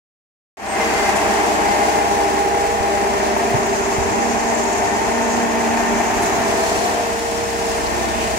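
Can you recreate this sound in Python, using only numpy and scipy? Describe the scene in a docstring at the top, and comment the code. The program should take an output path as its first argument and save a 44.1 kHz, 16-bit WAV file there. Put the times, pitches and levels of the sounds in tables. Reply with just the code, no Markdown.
"""Idling concrete mixer trucks

The microphone rolls slowly past two trucks of a row on a suburban street. Six-cylinder diesels drone
and clatter, drum drives and pumps whine in and out, fans and air hiss, metal squeaks briefly.
A few soft bumps and ticks reach the microphone; the sound fades in after a silent start."""
import sys
import numpy as np
from scipy import signal
from scipy.fft import rfft, irfft, next_fast_len
from scipy.io import wavfile

SR = 44100
rng = np.random.default_rng(int(sys.argv[2]) if len(sys.argv) > 2 else 0)


def file_out(sig):
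    """Save sig as 16-bit WAV at sys.argv[1]."""
    # one column per channel
    cols = np.atleast_2d(sig).T
    # limit, then scale
    lim = np.clip(cols, -1, 1)
    pcm = np.round(lim * 32767).astype(np.int16)
    wavfile.write(sys.argv[1], SR, pcm)


N = 369558
T = np.arange(N) / SR
FFT_SIZE = next_fast_len(N, True)
BIN_HZ = np.maximum(np.arange(FFT_SIZE // 2 + 1) * SR / FFT_SIZE, 1)
FIRST_CRANK_HZ, SECOND_CRANK_HZ, FAR_CRANK_HZ = 10.11, 10.77, 11.64


def diesel(crank, decay_s, bed, rise_s=.0014, uneven_db=1, chance_db=1.8, repeat=.43):
    """Six firings in two turns rattle the block, partly alike each cycle. Returns rattle, envelope."""
    firing = (3 * crank).astype(int)
    since_s = (3 * crank % 1) / (3 * np.gradient(crank) * SR)
    weakness = unit_rms(signal.detrend(rng.standard_normal(6), type="constant"))
    chance = rng.standard_normal(firing[-1] + 1)
    strength = from_db(chance_db * chance[firing] - uneven_db * weakness[firing % 6])
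    beat = unit_rms(bed + strength * (1 - np.exp(-since_s / rise_s)) * np.exp(-since_s / decay_s))
    cycle = rng.standard_normal(int(2 * N / (crank[-1] - crank[0])))
    repeating = cycle[(crank / 2 % 1 * len(cycle)).astype(int)]
    rattle = np.sqrt(repeat) * repeating + np.sqrt(1 - repeat) * rng.standard_normal(N)
    return beat * rattle, beat


# t/s, left lag of first truck/ms, of second/ms, power share of second
TRUCK_BEARINGS = [(.6, -0.08, -0.27, 0.27), (1.2, 0.24, -0.046, 0.47), (1.9, 0.47, -0.27, 0.03),
                  (3.2, 0.48, -0.078, 0.05), (4.7, 0.44, -0.17, 0.33), (6, 0.41, -0.011, 0.52),
                  (7, 0.51, 0.34, 0.83), (8.38, 0.43, 0.4, 0)]

def near_trucks(first, second):
    """Direct sound of two engines, shifting in bearing and balance."""
    first_ms, second_ms, share = curves(TRUCK_BEARINGS)
    return np.sqrt(1 - share) * lag_left(first, first_ms) + np.sqrt(share) * lag_left(second, second_ms)


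def far_trucks():
    """The rest of the row and the echoes: two rattles from all sides."""
    rattles = [diesel(turns(hz), decay_s=.0044, bed=2.7)[0] for hz in (FAR_CRANK_HZ, FIRST_CRANK_HZ)]
    return diffuse(np.array(rattles))


# Loudness along the row: t/s, level/dB
ROW_LOUDNESS = [(0.83, -19), (1.8, -17), (2.7, -21.5), (3.2, -19), (4.0, -19.5), (5.5, -20), (6.3, -18.5),
                (6.95, -20.5), (7.3, -25.5), (7.9, -21), (8.38, -23.5)]

def engine_gain(mean_db, follow):
    """Gain that follows a share of the loudness swing along the row."""
    row_db, = curves(ROW_LOUDNESS)
    return from_db(mean_db + follow * (row_db - row_db.mean()))


# f/Hz, level/dB
ROAR_SPECTRUM = [(400, -64), (520, -19), (560, -6), (600, -1), (670, 2), (730, 1), (790, 2.5), (860, 0.5),
                 (950, -1.5), (1100, -5), (1300, -20), (1800, -37)]

def panel_roar(direct, street, beat, pulse=.65):
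    """Panels roar; the echoed part pulses with the firing."""
    echo = street * (1 + pulse * (beat - 1))
    return engine_gain(-22, follow=.86) * coloured(echo + .85 * direct, ROAR_SPECTRUM)


# f/Hz, level/dB
RUMBLE_SPECTRUM = [(90, -22.5), (170, -16.5), (205, -3.5), (255, -8.5), (310, -4), (350, -2.5), (420, -2),
                   (470, -7.5), (515, -11), (600, -31)]

def block_rumble(direct, street):
    """Low rattle of the engine blocks."""
    return engine_gain(-27.5, follow=.97) * coloured(street + .56 * direct, RUMBLE_SPECTRUM)


# f/Hz, level/dB
KNOCK_SPECTRUM = [(900, -38), (1200, -5.5), (1400, -2.5), (1650, 0.5), (1900, 1.5), (2200, -1.5),
                  (2600, -3.5), (3000, -11.5), (3300, -12), (3700, -20.5), (4500, -21), (7000, -24)]
# t abreast/s, half-length/s, boost/dB
OPEN_ARCHES = [(1.033, 0.53, 3.5), (6.05, 0.81, 1.5)]

def injector_knock(direct, street):
    """Injectors knock, louder abreast of an open wheel arch."""
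    arch_db = sum(db * nearness(T, at_s, half_s) for at_s, half_s, db in OPEN_ARCHES)
    return engine_gain(-28.5 + arch_db, follow=.59) * coloured(street + .75 * direct, KNOCK_SPECTRUM)


# f/Hz, width/Hz, far level/dB, passes (t/s, half-length/s, level/dB)
COVER_MODES = [(1610, 35, -68, [(1.0, 0.26, -43.5)]), (1805, 42, -53, [(3, 0.8, -44.5), (4.95, 0.63, -38.5),
               (5.88, .17, -34.5), (6.45, 0.26, -37.5), (8, .45, -40)]), (2074, 30, -55, [(.94, .22, -31.5),
               (1.84, .19, -35.5), (3.3, 0.36, -43.5)]), (4700, 80, -70, [(.95, .12, -42),
               (1.72, .15, -47)])]
BODY_SHADOW = 9.3  # steepness of hiding by bodywork; 2 = in the open

def cover_rings(clatter):
    """Engine covers ring at their own pitches under the clatter."""
    out = np.zeros((2, N))
    for hz, width_hz, far_db, passes in COVER_MODES:
        mode = signal.iirpeak(hz, hz / width_hz, fs=SR)
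        ring = signal.lfilter(*mode, signal.lfilter(*mode, clatter))
        out += passing(far_db, passes, BODY_SHADOW) * unit_rms(ring)
    return out


# crank order, relative level/dB
EXHAUST_ORDERS = [(3, -25), (4, -7), (5, -20), (6, 5), (7, -28), (8, -26.5), (9, -4), (10, -26), (12, -5),
                  (13, -27), (15, -10.5), (19, -14)]

def exhaust_drone(crank, waver=.029):
    """Low crank orders, nearly pure, wavering as reflections shift."""
    tones = sum(from_db(db) * (1 + waver * drift(1.1)) * np.cos(2 * np.pi * (k * crank + rng.random()))
                for k, db in EXHAUST_ORDERS)
    return passing(-45.5, [(2.4, 2, -40), (8.3, .76, -36)]) * np.sqrt(2) * tones


# f/Hz, level/dB
PUFF_SPECTRUM = [(22, -24), (42, 3.5), (60, -8), (90, -1), (130, -9.5), (180, -12), (300, -14)]

def exhaust_puffs(direct, street):
    """Deep, noisy puffing of exhaust gas."""
    gas = street + .16 * direct + .51 * rng.standard_normal((2, N))
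    return passing(-39, [(4.8, .45, -39), (6.3, .52, -30)]) * coloured(gas, PUFF_SPECTRUM)


# Idle surges: depth/share of speed, period/s, crest t/s
QUICK, SLOW = (.0055, .527, 4.8), (.0035, .73, 1.75)
# f/Hz, unsteady share, width/Hz, left lag/ms, far level/dB, surge, passes (t/s, half-length/s, level/dB)
WHINE_TONES = [(202.7, .2, 3, -.1, -43.5, SLOW, [(1.1, 0.44, -37), (4.8, .8, -36)]),
               (232.6, 0.15, 3, -0.18, -37, QUICK, [(3.6, 0.48, -33.5), (4.44, 0.27, -27),
               (5.55, 0.45, -26.5), (5.82, 0.19, -24.5), (6.27, 0.24, -29), (8.05, 0.18, -34.5)]),
               (304, 0.2, 4, -0.18, -49, SLOW, [(1.85, 0.55, -33)]),
               (311.4, 0.16, 4, -0.11, -42, SLOW, [(5.1, 1, -39.5)]),
               (393.4, 0.07, 5, 0.37, -42, QUICK, [(2.35, 0.29, -28), (3.5, 0.69, -26.5),
               (4.85, 0.26, -28.5), (6.3, 0.62, -33)]),
               (405.8, 0.1, 5.6, 0.48, -42, SLOW, [(1.5, 0.83, -31), (3.3, 0.77, -30), (5.4, 1.4, -33)]),
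               (433, .25, 5, 0.44, -52, SLOW, [(3.7, 1.8, -38)]),
               (463.5, 0.061, 3.4, 0.41, -35, QUICK, [(.88, 0.097, -28), (1.38, 0.15, -31),
               (2, 0.24, -31.5), (2.6, 0.21, -27.5), (4.45, 0.53, -34), (5.35, 0.34, -29),
               (6.65, 0.28, -30.5), (7.42, 0.42, -26.5), (8.33, 0.17, -30.5)]),
               (497, 0.21, 5, 0.61, -54, QUICK, [(6.75, 0.29, -35), (8, 0.15, -35.5)]),
               (608.7, 0.24, 3.5, 0.29, -40, SLOW, [(1.15, 0.41, -32), (1.8, 0.28, -30), (3.15, 0.49, -31),
               (4.55, 0.13, -34)]), (635, 0.4, 6.9, 0.31, -42, QUICK, [(6.9, 0.21, -32), (8.3, 0.1, -30)]),
               (666, 0.26, 10, 0.27, -34.5, QUICK, [(5.35, 0.32, -31), (6.55, 0.28, -27.5),
               (7.65, 0.14, -32)]), (701, 0.28, 4.5, 0.13, -40, QUICK, [(3.42, 0.15, -29.5),
               (4.8, 0.11, -28), (5.9, 0.56, -36), (6.92, 0.11, -26)]),
               (785, 0.26, 6.1, 0.13, -52, SLOW, [(1.1, 0.47, -28.5)]),
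               (811.5, 0.17, 6.5, 0.32, -42, SLOW, [(1.25, 0.28, -26.5), (2.3, 0.81, -22),
               (4.35, 0.31, -27), (4.95, 0.15, -28.5), (6.1, 0.38, -33), (6.6, 0.085, -31)]),
               (900, 0.06, 3.9, 0.25, -43, QUICK, [(2.05, 0.47, -34.5), (5.5, 0.97, -29.5)]),
               (4240, 1, 110, 0.24, -68, QUICK, [(6.72, 0.14, -43)]),
               (5230, 1, 59, 0.19, -61, QUICK, [(7.4, 0.5, -48.5)])]

def whines(crank, flutter_rad=.43, fading_db=1.8, fading_hz=.92):
    """Pump, gear and fan tones, shaken by the engine cycle; reflections make far ones fade in and out."""
    out = np.zeros((2, N))
    for hz, unsteady, width_hz, lag_ms, far_db, surge, passes in WHINE_TONES:
        gain = passing(far_db, passes, BODY_SHADOW)
        gain *= from_db(fading_db * (1 - gain / gain.max()) * drift(fading_hz))
        reflections = unit_rms(drift(width_hz) + 1j * drift(width_hz))
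        amplitude = np.sqrt(1 - unsteady ** 2) + unsteady * reflections
        phase = 2 * np.pi * turns(hz * whine_pitch(surge, passes), hunting=.00097)
        phase += flutter_rad * np.sin(np.pi * crank + 2 * np.pi * rng.random())
        tone = np.sqrt(2) * gain * amplitude * np.exp(1j * phase)
        sway = .23 * min(hz / 1000, 1) * drift(2)
        left = tone * np.exp(-2j * np.pi * hz * lag_ms / 1000)
        out += [left.real * (1 + sway), tone.real * (1 - sway)]
    return out


def whine_pitch(surge, passes, doppler_shift=.0035, doppler_s=1.2):
    """Relative pitch: surges with the engine, bends down through the loudest pass."""
    depth, period_s, crest_s = surge
    abreast_s = max(passes, key=lambda row: row[2])[0]
    past = (T - abreast_s) / doppler_s
    doppler = doppler_shift * 2 * past / (1 + past ** 2)
    return 1 + depth * np.cos(2 * np.pi * (T - crest_s) / period_s) - doppler


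def airflow(beat, pulse=.48, flicker_db=.88):
    """Diffuse air noise, pulsing gently with the firing."""
    noise = diffuse(rng.standard_normal((2, N)))
    return noise * (1 + pulse * (beat - 1)) * from_db(flicker_db * drift(13))


# f/Hz, level/dB
HISS_SPECTRUM = [(2500, -3), (3300, -5), (3700, -5.5), (4600, -3.5), (5600, -2.5), (6600, -2.5),
                 (7400, -1.5), (7750, -10.5), (8200, -8.5), (9200, -21.5), (11000, -50)]
SPRAY_SPECTRUM = [(6000, -19), (8500, 1), (9700, 0.5), (11000, -2.5), (13000, -5.5), (16000, -10)]

def fans(air, direct):
    """Fan hiss with reflections, topped by a fainter, brighter spray of noise."""
    gain = passing(-34, [(1.05, .45, -32), (1.8, .56, -33), (6.68, .27, -30), (8.15, 1, -33.5)])
    hiss = with_reflections(coloured(air + .055 * direct, HISS_SPECTRUM))
    spray = from_db(-9) * coloured(air + .34 * direct, SPRAY_SPECTRUM)
    return gain * (hiss * pan(.8) + spray * pan(-1))


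# f/Hz, level/dB
JET_SPECTRUM = [(4500, -14), (5500, -7), (6500, 0.5), (7400, -1.5), (7800, -13), (9000, -14)]
# t/s, half-length/s, level/dB
COMPRESSOR_PASSES = [(3.75, 0.12, -35), (4.5, 0.86, -33), (5.33, 0.1, -33), (5.95, 0.44, -35.5),
                     (6.3, 0.13, -33.5)]

def compressor_jet(crank, surge_db=2.4):
    """An air jet surges once a turn with the compressor stroke."""
    stroke = from_db(surge_db * np.cos(2 * np.pi * crank) + .5 * drift(11))
    return passing(-56, COMPRESSOR_PASSES) * stroke * coloured(rng.standard_normal((2, N)), JET_SPECTRUM)


# f/Hz, level/dB
LEAK_SPECTRUM = [(9500, -20), (11300, -1), (13000, 0), (14200, -4), (16000, -7)]

def air_leak(air):
    """Thin sizzle of air escaping behind the second cab."""
    return passing(-75, [(5.85, .22, -56), (6.3, .12, -50)]) * coloured(air, LEAK_SPECTRUM)


# t/s, level/dB, f/Hz, half-length/s, left minus right/dB
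MIC_JOLTS = [(2.809, -24, 76, 0.0067, -16), (3.339, -22, 232, 0.014, 0), (3.551, -10, 120.7, 0.0095, 3),
             (3.592, -22, 130, 0.0071, 2), (3.987, -11.5, 98, 0.0038, 8), (4.012, -18, 70, 0.011, -2),
             (4.065, -24, 85, 0.022, -2), (4.117, -22, 105, 0.0083, 3)]

def bumps():
    """Soft jolts of the microphone: a low swing of a cycle or two."""
    out = np.zeros((2, N))
    for at_s, db, hz, half_s, pan_db in MIC_JOLTS:
        near = np.abs(T - at_s) < .1
        t = T[near] - at_s
        out[:, near] += from_db(db) * pan(pan_db) * np.exp(-(t / half_s) ** 2) * np.cos(2 * np.pi * hz * t)
    return out


# t/s, level/dB, f/Hz, half-length/s, relative half-bandwidth; puffs of air, and at 8.22 s a brief rattle
NOISE_BURSTS = [(1.17, -27.5, 7260, 0.011, .25), (1.19, -29, 8100, .003, .08),
                (4.552, -27, 7200, 0.0064, .045), (4.639, -23, 7200, .004, 0.044),
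                (4.733, -25, 7100, 0.0058, 0.065), (3.27, -35.5, 5000, 0.11, 0.32),
                (6.232, -30, 7300, 0.018, 0.39), (6.3, -41, 3950, .13, .04), (7.868, -29, 4600, 0.0089, 0.17),
                (8.12, -42, 3600, 0.16, .06), (8.22, -31.5, 2580, 0.079, .14)]
# t/s, level/dB
DRY_TICKS = [(3.170, -35), (3.380, -26), (3.503, -33), (3.671, -27)]

def spits_and_ticks(tick_hz=12400, tick_half_s=.0005):
    """Short puffs of air, a brief rattle and tiny dry ticks: bursts of band noise."""
    out = np.zeros((2, N))
    ticks = [(at_s, db, tick_hz, tick_half_s, .14) for at_s, db in DRY_TICKS]
    for at_s, db, hz, half_s, width in list(NOISE_BURSTS) + ticks:
        near = np.abs(T - at_s) < .2
        band = signal.butter(2, hz * np.exp([-width, width]), "band", fs=SR, output="sos")
        noise = unit_rms(signal.sosfilt(band, rng.standard_normal((2, near.sum()))))
        out[:, near] += from_db(db) * np.exp(-((T[near] - at_s) / half_s) ** 2) * noise
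    return out


# t/s, f/Hz, half-length/s, level/dB
METAL_SQUEAKS = [(.712, 8330, .042, -31.5), (7.78, 9030, .025, -43), (7.98, 350, .14, -29)]

def squeaks():
    """Metal squeaks and groans in brief, wavering tones."""
    clock_s = np.cumsum(1 + .0028 * drift(32)) / SR
    return sum(from_db(db) * np.exp(-((T - at_s) / half_s) ** 4) * np.sin(2 * np.pi * hz * clock_s)
               for at_s, hz, half_s, db in METAL_SQUEAKS)


def turns(hz, hunting=.002):
    """Running turn count under a governor that hunts a little."""
    return np.cumsum(hz * (1 + hunting * drift(.8))) / SR + 2 * rng.random()


def nearness(t, at_s, half_s, shadow=2):
    """Gain of a passed machine: 1 abreast, one half at half_s either side."""
    return 1 / (1 + np.abs((t - at_s) / half_s) ** shadow)


def passing(far_db, passes, shadow=2):
    """Gain: the far level and each pass (t/s, half-length/s, level/dB) add in power."""
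    t = T[::100]
    swells = sum((from_db(db) * nearness(t, at_s, half_s, shadow)) ** 2 for at_s, half_s, db in passes)
    return np.interp(T, t, np.sqrt(from_db(far_db) ** 2 + swells))


def with_reflections(pair, gain=.25, detour_s=.003, sway=.1158):
    """Road and truck flank reflect; the detours change as the microphone moves."""
    delays_s = [detour_s * path * (1 + sway * drift(.3)) for path in (1, 2.3)]
    echoes = np.array([sum(np.interp(T - delay, T, port) for delay in delays_s) for port in pair])
    return unit_rms(pair + gain * echoes)


def diffuse(pair, port_spacing_s=.00053):
    """Sound from all sides: alike at both microphone ports only for long waves."""
    alike = np.sinc(2 * BIN_HZ * port_spacing_s)
    mid, side = irfft(rfft(pair, FFT_SIZE) * np.sqrt([1 + alike, 1 - alike]), FFT_SIZE)[:, :N]
    return unit_rms(np.array([mid + side, mid - side]))


def lag_left(x, lag_ms):
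    """Stereo pair with the left port delayed."""
    return np.array([np.interp(T - lag_ms / 1000, T, x), x])


def pan(left_minus_right_db):
    """Left and right gains."""
    return from_db(np.array([[.5], [-.5]]) * left_minus_right_db)


def coloured(x, spectrum):
    """Filter by an (f/Hz, level/dB) table; unit power."""
    hz, db = np.transpose(spectrum)
    gain = from_db(np.interp(np.log(BIN_HZ), np.log(hz), db, left=-80, right=-80))
    return unit_rms(irfft(rfft(x, FFT_SIZE) * gain, FFT_SIZE)[..., :N])


def drift(hz, hop=100, settle=1000):
    """Random wander of spread 1, changing about hz times a second."""
    pole = np.exp(-2 * np.pi * hz * hop / SR)
    noise = rng.standard_normal(N // hop + settle + 2)
    slow = signal.lfilter([1], [1, -2 * pole, pole * pole], noise)[settle:]
    return np.interp(np.arange(N) / hop, np.arange(len(slow)), unit_rms(slow))


def curves(rows):
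    """Columns of a (t/s, ...) table, per sample."""
    times_s, *columns = np.transpose(rows)
    return [np.interp(T, times_s, column) for column in columns]


def from_db(db):
    return 10 ** (np.asarray(db) / 20)


def unit_rms(x):
    return x / np.sqrt(np.mean(np.abs(x) ** 2) + 1e-20)


def scene():
    """Two near diesels heard directly, the rest of the row and its echoes from every side."""
    crank = turns(SECOND_CRANK_HZ)
    first, first_beat = diesel(turns(FIRST_CRANK_HZ), decay_s=.0099, bed=.9)
    second, second_beat = diesel(crank, decay_s=.0048, bed=1)
    direct = near_trucks(first, second)
    street = far_trucks()
    air = airflow(second_beat)
    jet = compressor_jet(crank)
    low_end = exhaust_puffs(direct, street) + block_rumble(direct, street)
    clatter = panel_roar(direct, street, first_beat) + injector_knock(direct, street)
    clatter += cover_rings(street + direct)
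    hiss = jet + fans(air, direct) + air_leak(air)
    tones = exhaust_drone(crank) + whines(crank) * pan(2.2)
    return clatter * pan(1.8) + low_end + tones + hiss + bumps() + spits_and_ticks() + squeaks()


def record(dry, hollow_hz=524, bass_leak_hz=241, start_s=.57, fade_s=.26, cutoff_hz=15800):
    """A close reflection hollows one band, the left port leaks bass; fade-in, top cut."""
    left, right = signal.lfilter(*signal.iirnotch(hollow_hz, Q=11.3, fs=SR), dry)
    left = signal.sosfilt(signal.butter(1, bass_leak_hz, "high", fs=SR, output="sos"), left)
    fade = (T > start_s) * np.clip(.089 + (T - start_s) / fade_s, 0, 1)
    lowpass = signal.ellip(12, .1, 80, cutoff_hz, fs=SR, output="sos")
    return signal.sosfilt(lowpass, fade * np.array([left, right]) + 1e-18)


dry = scene()
out = record(dry)
file_out(out)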